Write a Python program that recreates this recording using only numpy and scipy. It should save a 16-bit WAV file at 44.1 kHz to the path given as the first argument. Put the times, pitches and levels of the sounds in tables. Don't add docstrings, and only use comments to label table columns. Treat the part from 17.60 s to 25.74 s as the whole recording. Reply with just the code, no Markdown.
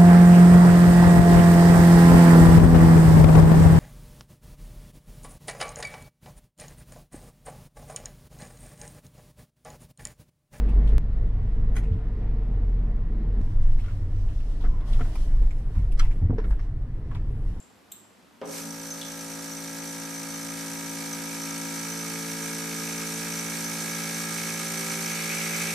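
import sys
import numpy as np
from scipy import signal
from scipy.fft import rfft, irfft, next_fast_len
from scipy.io import wavfile
from scipy.ndimage import map_coordinates

SR = 44100
rng = np.random.default_rng(int(sys.argv[2]) if len(sys.argv) > 2 else 0)


def log_audio(samples):
    frames = np.atleast_2d(samples).T
    limited = np.clip(frames, -1, 1)
    pcm = np.round(limited * 32767).astype(np.int16)
    wavfile.write(sys.argv[1], SR, pcm)


N = 358974

SHAKE_HZ = 55.716
START = 0.815


def amp(db):
    return 10 ** (np.asarray(db) / 20)


def unit(x):
    return x / np.sqrt(np.mean(x ** 2) + 1e-20)


def clock():
    return np.arange(N) / SR


def ramp(s, length):
    return np.clip((clock() - s) / length, 0, 1)


def along(points, hz):
    f, v = np.transpose(points)
    return np.interp(np.log(hz + 1), np.log(f + 1), v)


def wobble(rate):
    coarse = np.arange(0, N + 128, 128) / SR
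    knots = rng.standard_normal(int(N * rate / SR) + 4)
    return np.interp(clock(), coarse, map_coordinates(knots, [coarse * rate]))


def filtered(x, response):
    m = next_fast_len(N + SR // 2)
    spectrum = rfft(x, m) * response(np.fft.rfftfreq(m, 1 / SR))
    return irfft(spectrum, m)[..., :N]


def coloured(x, spectrum):
    return unit(filtered(x, lambda hz: amp(along(spectrum, hz))))


def ring(x, modes):
    def response(f):
        return sum(amp(db) * 1j * f * w / (c * c - f * f + 1j * f * w) for c, w, db in modes)
    return filtered(x, response)


# (frequency [Hz], correlation [-1 to 1])
LIKENESS = [(100, 0.71), (500, 0.5), (1500, 0.32), (6000, 0.64), (13000, 0.5)]


def spread(pair):
    def mid_side_gains(hz):
        turn = np.arccos(np.clip(along(LIKENESS, hz), -1, 1)) / 2
        return np.array([np.cos(turn), np.sin(turn)])
    mid, side = filtered(pair, mid_side_gains)
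    return unit(np.array([mid + side, mid - side]))


def panned(lean_db):
    return amp(np.array([[lean_db], [-lean_db]]) / 2)


DOUBLING_S = 4.79


def swing():
    return 20 * np.log10(1 + np.maximum(clock() - START, 0) / DOUBLING_S)


def surge(after, width):
    return np.exp(-((clock() - START - after) / width) ** 2)


def running(delay, rise):
    return 1 - np.exp(-np.maximum(clock() - START - delay, 0) / rise)


# (time after the start [s], width [s])
RATTLE_SURGE = (0.16, 0.057)


def driven(law):
    start_db, growth, surge_db = law
    return start_db + growth * swing() + surge_db * surge(*RATTLE_SURGE)


# (frequency [Hz], left minus right [dB])
STANDING_WAVES = [(167, -1.5), (223, 0.5), (279, 5.5), (334, -8), (390, -3), (500, 0.5), (560, -4.5),
                  (800, 5.5), (1000, 1.5), (1700, -3.5), (2400, -3.5)]


def partial(multiple, waver, skew, disorder, lead=0):
    cycles = clock() * SHAKE_HZ + .03
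    phase = 2 * np.pi * multiple * cycles + lead + disorder * rng.standard_normal() + waver * wobble(3.0)
    apart = skew * rng.choice([-1, 1]) * np.array([[1], [-1]])
    tone = np.sqrt(2) * np.sin(phase + apart)
    return tone * panned(along(STANDING_WAVES, multiple * SHAKE_HZ))


# (multiple of the shake rate, level at the start [dB], growth [dB per dB of swing],
# extra growth once loose [dB per dB], change in a hollow spell [dB], change in the overshoot [dB])
HUM_ORDERS = [(3, -49, 1.26, 0, 0.55, 3.5), (4, -54.5, 1.93, -0.9, -0.2, 9.5),
              (5, -46, 1.32, -5.5, -3, 3.5), (6, -68, 2.04, -1.7, 3.5, 0.5), (7, -61, 1.35, 2.9, -7.5, -10),
              (8, -67, 0.48, -0.6, 17, 11), (9, -52.7, 0.38, 0.2, -5.5, -5),
              (10, -53.5, -0.5, 2.5, 2.5, -0.8), (14, -65.5, 1.57, 1, -1.2, 5),
              (17, -58, 1.31, -2.7, -3.5, 2)]
# (time after the start [s], width [s])
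HOUSING_SURGE = (0.26, 0.072)
# (start [s], end [s], depth [0-1])
HOLLOW_SPELLS = [(4.22, 5.95, 1), (6.08, 7.1, 0.75), (7.47, 8.3, 0.95)]
SPELL_EDGE_S = 0.16
LOOSE_SWING_DB = 5.5
HUM_WAVER, HUM_SKEW, HUM_FLUTTER_DB = 0.0091, 0.031, 0.0843


def hum():
    swing_db, overshoot = swing(), surge(*HOUSING_SURGE)
    loose_db = np.maximum(swing_db - LOOSE_SWING_DB, 0)
    spell = np.zeros(N)
    for on, off, depth in HOLLOW_SPELLS:
        fade_in = ramp(on - SPELL_EDGE_S / 2, SPELL_EDGE_S)
        fade_out = ramp(off - SPELL_EDGE_S / 2, SPELL_EDGE_S)
        spell += depth * (fade_in - fade_out)
    out = np.zeros((2, N))
    for multiple, start_db, growth, loose_growth, spell_db, surge_db in HUM_ORDERS:
        k = round(multiple)
        level_db = start_db + growth * swing_db + loose_growth * loose_db
        level_db = level_db + spell_db * spell + surge_db * overshoot
        lead = np.pi / 2 * (k % 2 == 0)
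        disorder = np.interp(k, [5, 7], [.2, 2.5])
        tone = partial(k, waver=HUM_WAVER * k, skew=HUM_SKEW * k, disorder=disorder, lead=lead)
        out += amp(level_db + HUM_FLUTTER_DB * k * wobble(4)) * tone
    return out * running(delay=0, rise=0.022)


# (multiple of the shake rate, level at mid swing [dB])
BUZZ_ORDERS = [(1, -66.3), (2, -69), (11, -60), (12, -63.5), (13, -60.5), (15, -57.5), (16, -58), (18, -66),
               (22, -57), (23, -62), (24, -53), (26, -59), (27, -71.5), (28, -59.5), (29, -54), (30, -51.2),
               (31, -62), (33, -60), (34, -61), (35, -57.5), (37, -62), (38, -68), (39, -56.7), (40, -55),
               (41, -55), (42, -62.5), (43, -62), (45, -65)]
# (multiple, growth [dB per dB of buzz])
ORDER_GROWTH = [(2, -0.05), (14, 0.17), (24, 0.74), (35, 1.05), (40, 1.73)]
# (level at the start [dB], growth [dB per dB of swing], overshoot [dB])
BUZZ_DRIVE = (-58.5, 1.404, 0.5)
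# (frequency [Hz], relative level [dB])
CONTACT_COLOUR = [(2000, -36), (2500, -2), (3100, 5), (3900, 8), (4300, 2), (5500, -7), (8000, -48)]
STRIKE_PHASE, STRIKE_DB = 0.99, 26


def buzz():
    buzz_db = driven(BUZZ_DRIVE)
    change_db = buzz_db - np.median(buzz_db)
    out = np.zeros((2, N))
    for multiple, db in BUZZ_ORDERS:
        k = round(multiple)
        growth = np.interp(k, *np.transpose(ORDER_GROWTH))
        level_db = db + growth * change_db + 1.1 * wobble(1.226) + 1.0 * wobble(9)
        disorder = np.interp(k, [22, 29], [2.4, .8])
        out += amp(level_db) * partial(k, waver=0.0023 * k, skew=min(0.06 * k, .32), disorder=disorder)
    cycle = rng.standard_normal((2, round(SR / SHAKE_HZ)))
    length = cycle.shape[1]
    cycle[0, int(STRIKE_PHASE % 1 * length)] = amp(STRIKE_DB)
    place = (clock() * SHAKE_HZ % 1) * (length - 1)
    contacts = np.array([np.interp(place, np.arange(length), c) for c in cycle])
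    edge = spread(coloured(contacts, CONTACT_COLOUR))
    return (out + amp(buzz_db - 0.5) * edge) * running(delay=0, rise=0.15)


def landings(rate, lag, build, throb_db, scatter_db, uneven_db):
    stroke, phase = np.divmod(clock() * SHAKE_HZ - lag + 1, 1)
    shower = amp(throb_db * np.interp(phase, [0, build, .85, 1], [-1.1, 0, -.9, -1]))
    hits = rng.random((2, N)) < rate / SR * unit(shower) ** 2
    toss_db = uneven_db * rng.standard_normal(N)[stroke.astype(int)]
    signs = rng.choice([-1, 1], (2, N))
    sizes = signs * amp(toss_db + scatter_db * rng.standard_normal((2, N)))
    return spread(hits * sizes)


# (frequency [Hz], relative level [dB])
TICK_COLOUR = [(60, -12.5), (110, -6.5), (250, -1), (420, -1.5), (700, -8), (1300, -1), (2000, -3),
               (3100, -5.5), (4600, -1), (8500, 0.5), (9500, -3), (12200, -2), (12900, -8), (14500, -12)]
# (frequency [Hz], width [Hz], relative level [dB])
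CHUTE_AND_HIGH_BANDS = [(4440, 45, -7), (5620, 110, -9), (5730, 116, -7), (5870, 150, -8), (6108, 42, 5),
                        (7230, 54, -3), (7920, 90, -11), (8360, 80, -4), (8560, 70, -9), (10725, 43, -7),
                        (11880, 200, -14), (13060, 90, -14)]
# (frequency [Hz], width [Hz], relative level [dB])
TRAY_MODES = [(1700, 77, 8), (2253, 240, 12.5), (2365, 120, 0.5), (2500, 110, 6)]
# (level at the start [dB], growth [dB per dB of swing], overshoot [dB])
TICK_DRIVE = (-45, 1.303, 6.2)
STEEL_DRIVE = (-44.5, 1.05, 2.3)
TRAY_DRIVE = (-58, 2, 7.3)
DRONE_DRIVE = (-58, 1.26, 1)
LEAP_S, LEAP_RISE_S, LEAP_DB = 7.42, 0.12, -38.5


def seeds():
    tick_hits = landings(rate=9000, lag=.48, build=.16, throb_db=1.0, scatter_db=2.0, uneven_db=0.72)
    ticks = coloured(tick_hits, TICK_COLOUR)
    steel_hits = landings(rate=4000, lag=.47, build=.16, throb_db=15, scatter_db=1.5, uneven_db=.5)
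    steel = unit(ring(steel_hits, CHUTE_AND_HIGH_BANDS))
    tray_hits = landings(rate=1800, lag=.79, build=.1, throb_db=11, scatter_db=2.0, uneven_db=1.5)
    tray = unit(ring(tray_hits, TRAY_MODES))
    leap_hits = landings(rate=1000, lag=0.016, build=0.13, throb_db=6.5, scatter_db=2.5, uneven_db=1.5)
    leaps = unit(ring(leap_hits, TRAY_MODES[1:]))
    drone_hits = landings(rate=900, lag=.5, build=.18, throb_db=7, scatter_db=2.5, uneven_db=3.2)
    drone = unit(ring(drone_hits, [(1250, 50, 0)]))

    rattle = amp(driven(TICK_DRIVE) + 0.22 * wobble(8)) * ticks
    rattle = rattle + amp(driven(STEEL_DRIVE) + 0.28 * wobble(15)) * steel
    chatter = amp(driven(TRAY_DRIVE) + 0.4 * wobble(6.1)) * tray
    chatter = chatter + amp(LEAP_DB) * ramp(LEAP_S, LEAP_RISE_S) * leaps
    chatter = chatter + amp(driven(DRONE_DRIVE)) * drone
    return (rattle * panned(-1.2) + chatter * panned(-0.6)) * running(delay=0.018, rise=0.032) ** 2


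def blow(s, modes, contact, soft_hz):
    age = clock() - s
    push = rng.standard_normal(N) * (age >= 0) * np.exp(-np.abs(age) / contact)
    softened = filtered(push, lambda hz: 1 / (1 + 1j * hz / soft_hz) ** 2)
    x = ring(softened, modes)
    return x / np.abs(x).max()


# (frequency [Hz], time to fall 60 dB [s])
ROOM_DECAY = [(200, 1), (2000, 0.41), (7500, 0.6), (14000, 0.25)]


def room(x, wet_db):
    hz, t, z = signal.stft(rng.standard_normal((2, SR // 2)), SR, nperseg=256)
    decay = amp(-60 * t / along(ROOM_DECAY, hz)[:, None])
    tail = signal.istft(z * decay, SR, nperseg=256)[1]
    tail = tail / np.linalg.norm(tail[0])
    return x + amp(wet_db) * signal.fftconvolve(x[None], tail, axes=1)[:, :N]


# (time [s], peak level before the bass cut and the room [dB])
BUTTON_SNAPS = [(0.317, -36), (0.3198, -25), (0.3212, -27), (0.3247, -30)]
# (frequency [Hz], width [Hz], relative level [dB])
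BUTTON_MODES = [(3300, 300, -4), (3720, 300, -4.5), (6650, 300, -16), (7600, 420, 1.5), (9160, 300, -18),
                (10000, 500, -15), (12000, 900, -9), (12850, 500, -7), (14000, 700, -7)]
# (frequency [Hz], width [Hz], relative level [dB])
HOUSING_MODES = [(166, 12, -15), (291, 27, 14), (416, 37, 14.5), (520, 45, 14.5), (630, 40, 4),
                 (775, 66, 7), (905, 60, -3), (1130, 71, -10), (1420, 63, -23)]
# (time [s], peak level before the room [dB], ring [Hz], width [Hz])
CLICK_END_AND_TICKS = [(0.001, -43.5, 7350, 200), (0.025, -49, 7360, 200), (0.856, -42, 5970, 60),
                       (1.305, -30, 6170, 58.8), (1.414, -30.5, 3450, 120), (1.429, -34, 3370, 90)]


def clicks():
    button = sum(amp(db) * blow(s, BUTTON_MODES, contact=0.0012, soft_hz=40000) for s, db in BUTTON_SNAPS)
    button = filtered(button, lambda hz: (1j * hz / (2000 + 1j * hz)) ** 2)
    crack = amp(-39.5) * blow(START, [(2800, 500, 4), (5000, 900, -7)], contact=0.0034, soft_hz=7000)
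    jolt = amp(-28) * blow(START, HOUSING_MODES, contact=0.042, soft_hz=2590)
    click_end_and_ticks = sum(amp(db) * blow(s, [(hz, width, 0)], contact=0.0041, soft_hz=15000)
                              for s, db, hz, width in CLICK_END_AND_TICKS)
    return room(button, wet_db=-2) + room(jolt + crack, wet_db=-1.5) + room(click_end_and_ticks, wet_db=0.5)


# (frequency [Hz], relative level [dB])
AIR_COLOUR = [(15, -62), (25, -36), (81, -12), (92, -15), (111, -6), (137, -19), (179, -3.5), (305, -8),
              (420, -11.5), (839, -13.5), (1100, -15), (7850, -29.5), (14500, -34.5)]


def air():
    return amp(-56.5) * spread(coloured(rng.standard_normal((2, N)), AIR_COLOUR))


def scene():
    return hum() + buzz() + seeds() + clicks() + air()


def record(dry):
    return filtered(dry, lambda hz: hz < 14600)


dry = scene()
out = record(dry)
log_audio(out)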